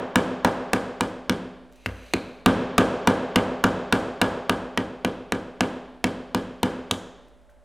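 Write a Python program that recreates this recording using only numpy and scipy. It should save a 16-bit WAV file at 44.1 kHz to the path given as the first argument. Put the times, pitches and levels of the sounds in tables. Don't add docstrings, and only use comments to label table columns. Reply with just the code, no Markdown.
import sys
import numpy as np
from scipy import signal
from scipy.fft import rfft, irfft
from scipy.io import wavfile
from scipy.ndimage import uniform_filter1d

SR = 44100
rng = np.random.default_rng(int(sys.argv[2]) if len(sys.argv) > 2 else 0)


def transcribe(signal):
    frames = np.atleast_2d(signal).T
    limited = np.clip(frames, -1, 1)
    pcm = np.round(limited * 32767).astype(np.int16)
    wavfile.write(sys.argv[1], SR, pcm)


def magnitude_from_level(level_db):
    exponent = np.asarray(level_db, float) / 20
    return 10 ** exponent


N = 336923


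def evened(x):
    return x / np.sqrt(np.mean(x ** 2) + 1e-20)


def read(points, hz, axis=1):
    table = np.transpose(points)
    return np.interp(np.log(hz + 1), np.log(table[0] + 1), table[axis])


def add(mix, s, sound):
    part = mix[round((s + 1) * SR):][:len(sound)]
    part += sound[:len(part)]


def resonate(x, hz, width_hz):
    return signal.lfilter(*signal.iirpeak(hz, hz / width_hz, fs=SR), x)


def ring(modes, detune=1., size=SR):
    t = np.arange(size) / SR
    total = np.zeros(size)
    for hz, db, t60, *sign in modes:
        total += np.prod(sign) * magnitude_from_level(db - 60 * t / t60) * np.sin(2 * np.pi * hz * detune * t)
    return total


def strengths(force_db, flat_db, grit_db):
    usual_force_db = -27
    rattle_db = usual_force_db + 0.9 * (force_db - usual_force_db) + 0.26 * flat_db
    low_db = force_db - 2.5 + flat_db
    mid_db = rattle_db - 11.5
    high_db = force_db - 29.5 + grit_db
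    return force_db, low_db, mid_db, high_db


# (time [s], frequency [Hz], width [Hz], boost [dB])
EDGE_CLANGS = [
    (1.861, 1490, 300, 2.5),
    (1.861, 2300, 700, 7),
    (2.137, 2404, 320, 10),
    (2.137, 4150, 485, 9),
    (6.911, 3500, 600, 7),
    (6.913, 6520, 1094, 5),
]


def edge_stress(s, hz):
    boost_db = np.zeros(len(hz))
    for clang_s, centre_hz, width_hz, db in EDGE_CLANGS:
        if abs(clang_s - s) < .1:
            boost_db += db * np.exp(-((hz - centre_hz) / width_hz) ** 2)
    return boost_db


# (frequency [Hz], level [dB])
SLAP_COLOUR = [(60, -14.5), (200, -11), (400, 0.5), (800, 1.5), (1600, 5.5), (2000, 2), (3200, 5),
               (5000, 4), (9000, 8.5), (13000, -7), (17000, -30.5)]


def slap(noise, s, levels_db, patch_hz):
    t = np.arange(len(noise)) / SR
    hz = np.fft.rfftfreq(len(t), 1 / SR)
    push = 1.96 * (1 - t / 0.00048) * np.exp(-t / 0.00052)
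    decay = np.exp(-t / 0.0022) + 0.065 * np.exp(-t / 0.0037)
    rattle = noise * decay * np.minimum(t / 0.00044, 1)
    patch = 2.18 * resonate(rattle, patch_hz, 0.59 * patch_hz)
    contact = rfft(push + rattle + patch)
    touch = 4.7 * rfft(np.diff(noise[::-1] * np.exp(-t / 0.00073), prepend=0))

    blow_colour = list(zip((250, 800, 3200, 9000), levels_db))
    colour_db = read(SLAP_COLOUR, hz) + read(blow_colour, hz) + edge_stress(s, hz)
    log_gain = np.log(magnitude_from_level(np.r_[colour_db, colour_db[-2:0:-1]]))
    causal = np.conj(np.exp(signal.hilbert(log_gain)))[:len(hz)]
    close = irfft((contact + touch) * causal)

    spectrum = rfft(rattle)
    smooth = spectrum / (abs(spectrum) + 1e-9) ** 0.85
    spread = np.roll(irfft(smooth * causal), 1024) * signal.windows.tukey(len(t), .4)
    return magnitude_from_level(24.5) * close, magnitude_from_level(46) * spread


# (frequency [Hz], level [dB], t60 [s])
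PANEL_MODES = [(640, -6.5, 0.04), (965, -19.5, 0.18), (1220, -16.5, 0.027), (1530, -11, 0.16),
               (1647, -13.5, 0.2), (2306, -8, 0.047), (2780, -0.5, 0.018), (3550, -5, 0.016)]


def panel_ring(low_db, tune):
    return magnitude_from_level(low_db + 10.0) * ring(PANEL_MODES, 1 + 0.027 * tune, size=8000)


# (frequency [Hz], level [dB], t60 [s], first swing toward +1 or away -1)
BENCH_MODES = [(107, -10, .27, -1), (140, -19, .25, 1), (188.5, -1.5, .14, -1), (225, -6, .22, -1),
               (261.5, 0, .2, 1), (326, -12, .2, -1), (398, -8, .18, -1), (470, -14, .22, 1),
               (513, -13, .25, -1)]


def bench_thud():
    return ring(BENCH_MODES)


# (frequency [Hz], level [dB], t60 [s], first swing +1 or -1)
ROOM_MODES = [(57, -24, .6, -1), (92, -25, .6, 1), (160, -25, .7, 1), (184.5, -18, .7, -1),
              (193, -18, .5, -1), (230, -19, .45, 1), (248.5, -20, .7, 1), (254.3, -18, 1.2, 1),
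              (261, -20, .55, 1), (386, -17, .3, 1), (430, -24, .8, 1), (466, -20, .45, 1),
              (494, -23, .6, 1), (510, -24, .75, -1)]


def standing_waves():
    t = np.arange(SR) / SR
    return np.array([ring([mode]) for mode in ROOM_MODES]) * (1 - np.exp(-t / 0.036))


# (time [s], force [dB], flat landing: extra slap near 800 Hz [dB],
# grit under the face: extra crack near 9 kHz [dB], panel patch pitch [Hz])
MALLET_BLOWS = [(-0.13, -24, 4.5, -1, 820), (0.1567, -21.5, 2.5, 2, 1390), (0.447, -23, 4.5, 1.5, 790),
                (0.733, -26, 3.5, 4, 850), (1.008, -29, .5, 3, 750), (1.2957, -26.5, -4, -1.5, 2650),
                (1.8604, -40, -0.5, -2.5, 2510), (2.1365, -31, -2, 2.5, 2060), (2.46, -14.5, -2, -3, 1140),
                (2.7805, -16.5, 2.5, 2, 1200), (3.073, -19, 1.5, 0, 900), (3.3586, -20.5, 1.5, -0.7, 2880),
                (3.6395, -20, .5, -1.5, 1200), (3.925, -22.5, 1.5, 2.5, 1530), (4.215, -24, 5, 2, 1550),
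                (4.4952, -27, 2.5, 1, 2647), (4.775, -29.5, 0, -2, 2440), (5.0477, -29, -2.5, -3.5, 1530),
                (5.3216, -30.5, 0, -0.5, 1590), (5.6071, -26.5, -0.5, 0.5, 1490),
                (6.0416, -27, -2.5, 0.5, 1470), (6.347, -27.5, -5.5, -1.5, 530),
                (6.631, -26.5, -1.5, 0.5, 910), (6.911, -34, 0, 11.5, 3500)]


def blows():
    near, low, spread = np.zeros((3, N + SR))
    count = len(MALLET_BLOWS)
    noise = rng.standard_normal((count, 4096))
    chance = rng.uniform(-0.78, 1, (count, 2))
    uneven = magnitude_from_level(3.75 + 1.5 * rng.standard_normal((count, len(ROOM_MODES))))
    bench, waves = bench_thud(), standing_waves()
    for blow, z, (tune, lag), share in zip(MALLET_BLOWS, noise, chance, uneven):
        s, force_db, flat_db, grit_db, patch_hz = blow
        levels_db = strengths(force_db, flat_db, grit_db)
        thud_db, low_db = levels_db[:2]
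        close, far = slap(z, s, levels_db, patch_hz)
        add(near, s, close)
        add(spread, s - 1024 / SR, far)
        add(near, s + 0.000931, panel_ring(low_db, tune))
        thud_s = s + .0037 + 0.00022 * lag
        add(low, thud_s, magnitude_from_level(thud_db + 8.0) * (bench + share @ waves))
    return near, low, spread


# (time [s], level [dB], start frequency [Hz], end frequency [Hz], t60 [s])
BAG_BUMPS = [
    (1.861, -26.5, 106, 92, 0.36),
    (1.875, -33, 67, 57.8, 0.86),
    (2.139, -12.5, 374, 306, 0.065),
    (2.14, -29.5, 91, 60, 0.2),
    (6.631, -27, 110, 91, 0.14),
    (6.913, -24.5, 108, 91, 0.21),
]


def bag_bumps():
    out = np.zeros(N + SR)
    t = np.arange(SR) / SR
    for s, db, start_hz, end_hz, t60 in BAG_BUMPS:
        hz = end_hz + (start_hz - end_hz) * np.exp(-t / 0.028)
        swell = magnitude_from_level(db - 60 * t / t60) * (1 - np.exp(-t / 0.0016))
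        add(out, s, swell * np.sin(2 * np.pi * np.cumsum(hz) / SR))
    return out


# (time [s], level [dB])
DRAG_COURSE = [
    (1.7, -88),
    (1.776, -80.5),
    (1.906, -71.5),
    (2.006, -72),
    (2.088, -70.5),
    (2.244, -76.5),
    (2.45, -86),
]
# (frequency [Hz], width [Hz], level [dB])
DRAG_RESONANCES = [(2530, 830, 7), (3860, 300, -6), (5920, 400, -8), (7900, 500, -19), (9900, 620, -15.5),
                   (11500, 4000, -18)]


def drag():
    out = np.zeros(N + SR)
    s, db = np.transpose(DRAG_COURSE)
    t = np.arange(s[0], s[-1], 1 / SR)
    slip = rng.standard_normal(len(t))
    roughness_db = 1.0 * evened(uniform_filter1d(rng.standard_normal(len(t)), 300))
    grain = slip * magnitude_from_level(roughness_db)
    hiss = sum(magnitude_from_level(d) * evened(resonate(grain, f, w)) for f, w, d in DRAG_RESONANCES)
    hiss = signal.lfilter(*signal.butter(2, 13000, fs=SR), hiss)
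    level = magnitude_from_level(np.interp(t, s, db) + 16.5) * signal.windows.tukey(len(t), .1)
    add(out, s[0], level * evened(hiss))
    return out


# (time [s], level [dB], length [s])
FINGER_TICKS = [
    (1.718, -61, 0.0015),
    (1.7246, -51, 0.0014),
    (1.733, -59, 0.0025),
    (1.757, -61.5, 0.0144),
    (1.864, -39, 0.0038),
    (7.283, -63, .004),
    (7.415, -74, .004),
    (7.497, -66.5, 0.017),
]


def ticks():
    out = np.zeros(N + SR)
    t = np.arange(4000) / SR
    bright = signal.butter(1, [1800, 10000], "band", fs=SR)
    for s, db, length in FINGER_TICKS:
        burst = signal.lfilter(*bright, rng.standard_normal(len(t)))
        add(out, s, magnitude_from_level(db + 4.0) * burst * np.exp(-t / length))
    return out


# (time [s], modes (frequency [Hz], level [dB], t60 [s]))
KNUCKLE_KNOCK = (7.494, [(1550, -55, 0.065), (1845, -61, .04)])


def knock():
    out = np.zeros(N + SR)
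    s, modes = KNUCKLE_KNOCK
    add(out, s, ring(modes, size=8000))
    return out


# (delay [s], level [dB])
WALL_ECHOES = [
    (.0041, -11.5),
    (.0093, -20.5),
    (0.0155, -19),
    (0.0244, -18),
    (0.0292, -16),
    (.0362, -23),
]


def echoes(x):
    taps = np.zeros(2048)
    for s, db in WALL_ECHOES:
        taps[round(s * SR)] = magnitude_from_level(db)
    taps = signal.lfilter(*signal.butter(1, 2200, fs=SR), taps)
    return x + signal.oaconvolve(x, taps)[:len(x)]


# (frequency [Hz], level [dB], t60 [s])
ROOM_TAIL = [(60, 5, .7), (129, -5, .7), (162.5, 7, 1), (300, 2, 0.92), (512, 0.5, 1), (1200, -7.5, 0.96),
             (1560, -8.5, 0.92), (2140, -13, 1), (4300, -15, 1), (5100, -16, 0.9), (9250, -12, 0.48),
             (14200, -8, 0.38)]


def workshop(x):
    hz, t, z = signal.stft(rng.standard_normal(2 * SR), SR, nperseg=256)
    t60 = read(ROOM_TAIL, hz, axis=2)[:, None]
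    slopes = magnitude_from_level(-60 * t / t60) + 0.5 * magnitude_from_level(-60 * t / (0.19 * t60))
    colour = magnitude_from_level(read(ROOM_TAIL, hz))[:, None]
    tail = signal.istft(z * slopes * colour, SR, nperseg=256)[1]
    build_up = np.clip((np.arange(len(tail)) / SR - .004) / 0.0068, 0, 1)
    tail *= magnitude_from_level(-34.0) * build_up
    return signal.fftconvolve(x, tail)[:len(x)]


# (frequency [Hz], width [Hz], level [dB])
DRONE_BANDS = [(532, 6.9, -72.5), (585, 5.2, -63.5), (860, 5, -78)]


def drone():
    drive = rng.standard_normal(N)
    return sum(magnitude_from_level(db) * evened(resonate(drive, hz, width_hz)) for hz, width_hz, db in DRONE_BANDS)


# (frequency [Hz], level [dB])
HUM_TONES = [(48.4, -56), (60, -65)]


def hum():
    t = np.arange(N) / SR
    return magnitude_from_level(2.0) * sum(magnitude_from_level(db) * np.sin(2 * np.pi * hz * t) for hz, db in HUM_TONES)


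# (frequency [Hz], spectral density [dB per Hz])
AIR_COLOUR = [(18, -39), (35, -14), (55, -12), (85, -22.5), (250, -21), (450, -26), (600, -18),
              (800, -24.5), (1500, -29), (4900, -46), (9000, -43.5), (16000, -61.5)]


def shop_air():
    hz = np.fft.rfftfreq(N, 1 / SR)
    spectrum = rfft(rng.standard_normal(N)) * magnitude_from_level(read(AIR_COLOUR, hz))
    return magnitude_from_level(-63.0) * evened(irfft(spectrum, N))


def scene():
    near, low, spread = blows()
    low += bag_bumps()
    hands = drag() + ticks() + knock()
    room = echoes(near + hands) + low + workshop(spread + hands)
    mono = room[SR:] + shop_air() + hum() + drone()
    return np.array([mono, mono])


def ducked(x):
    threshold_db, share, recovery_db_per_s = -18, 0.32, 53.5
    power = signal.lfilter([.003], [1, -.997], x[0] ** 2)
    power_db = 10 * np.log10(power + 1e-12)
    fall = np.arange(N) * recovery_db_per_s / SR
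    held_db = np.maximum.accumulate(power_db + fall) - fall
    over_db = np.maximum(held_db - threshold_db, 0)
    return x / magnitude_from_level(share * signal.lfilter([.002], [1, -.998], over_db))


def band_limit(x):
    return signal.sosfilt(signal.butter(12, 16810, fs=SR, output="sos"), x)


def record(dry):
    low_cut = signal.butter(2, 51, "high", fs=SR)
    ceiling = .322
    clipped = np.clip(signal.lfilter(*low_cut, ducked(dry)), -ceiling, ceiling)
    limited = signal.oaconvolve(clipped, signal.firwin(63, 16500, fs=SR)[None], "same")
    noise = magnitude_from_level(-91) * rng.standard_normal(N) * [[1], [-1]]
    offset = np.array([[.0004], [-.0016]])
    return band_limit(limited + noise + offset)


dry = scene()
out = record(dry)
transcribe(out)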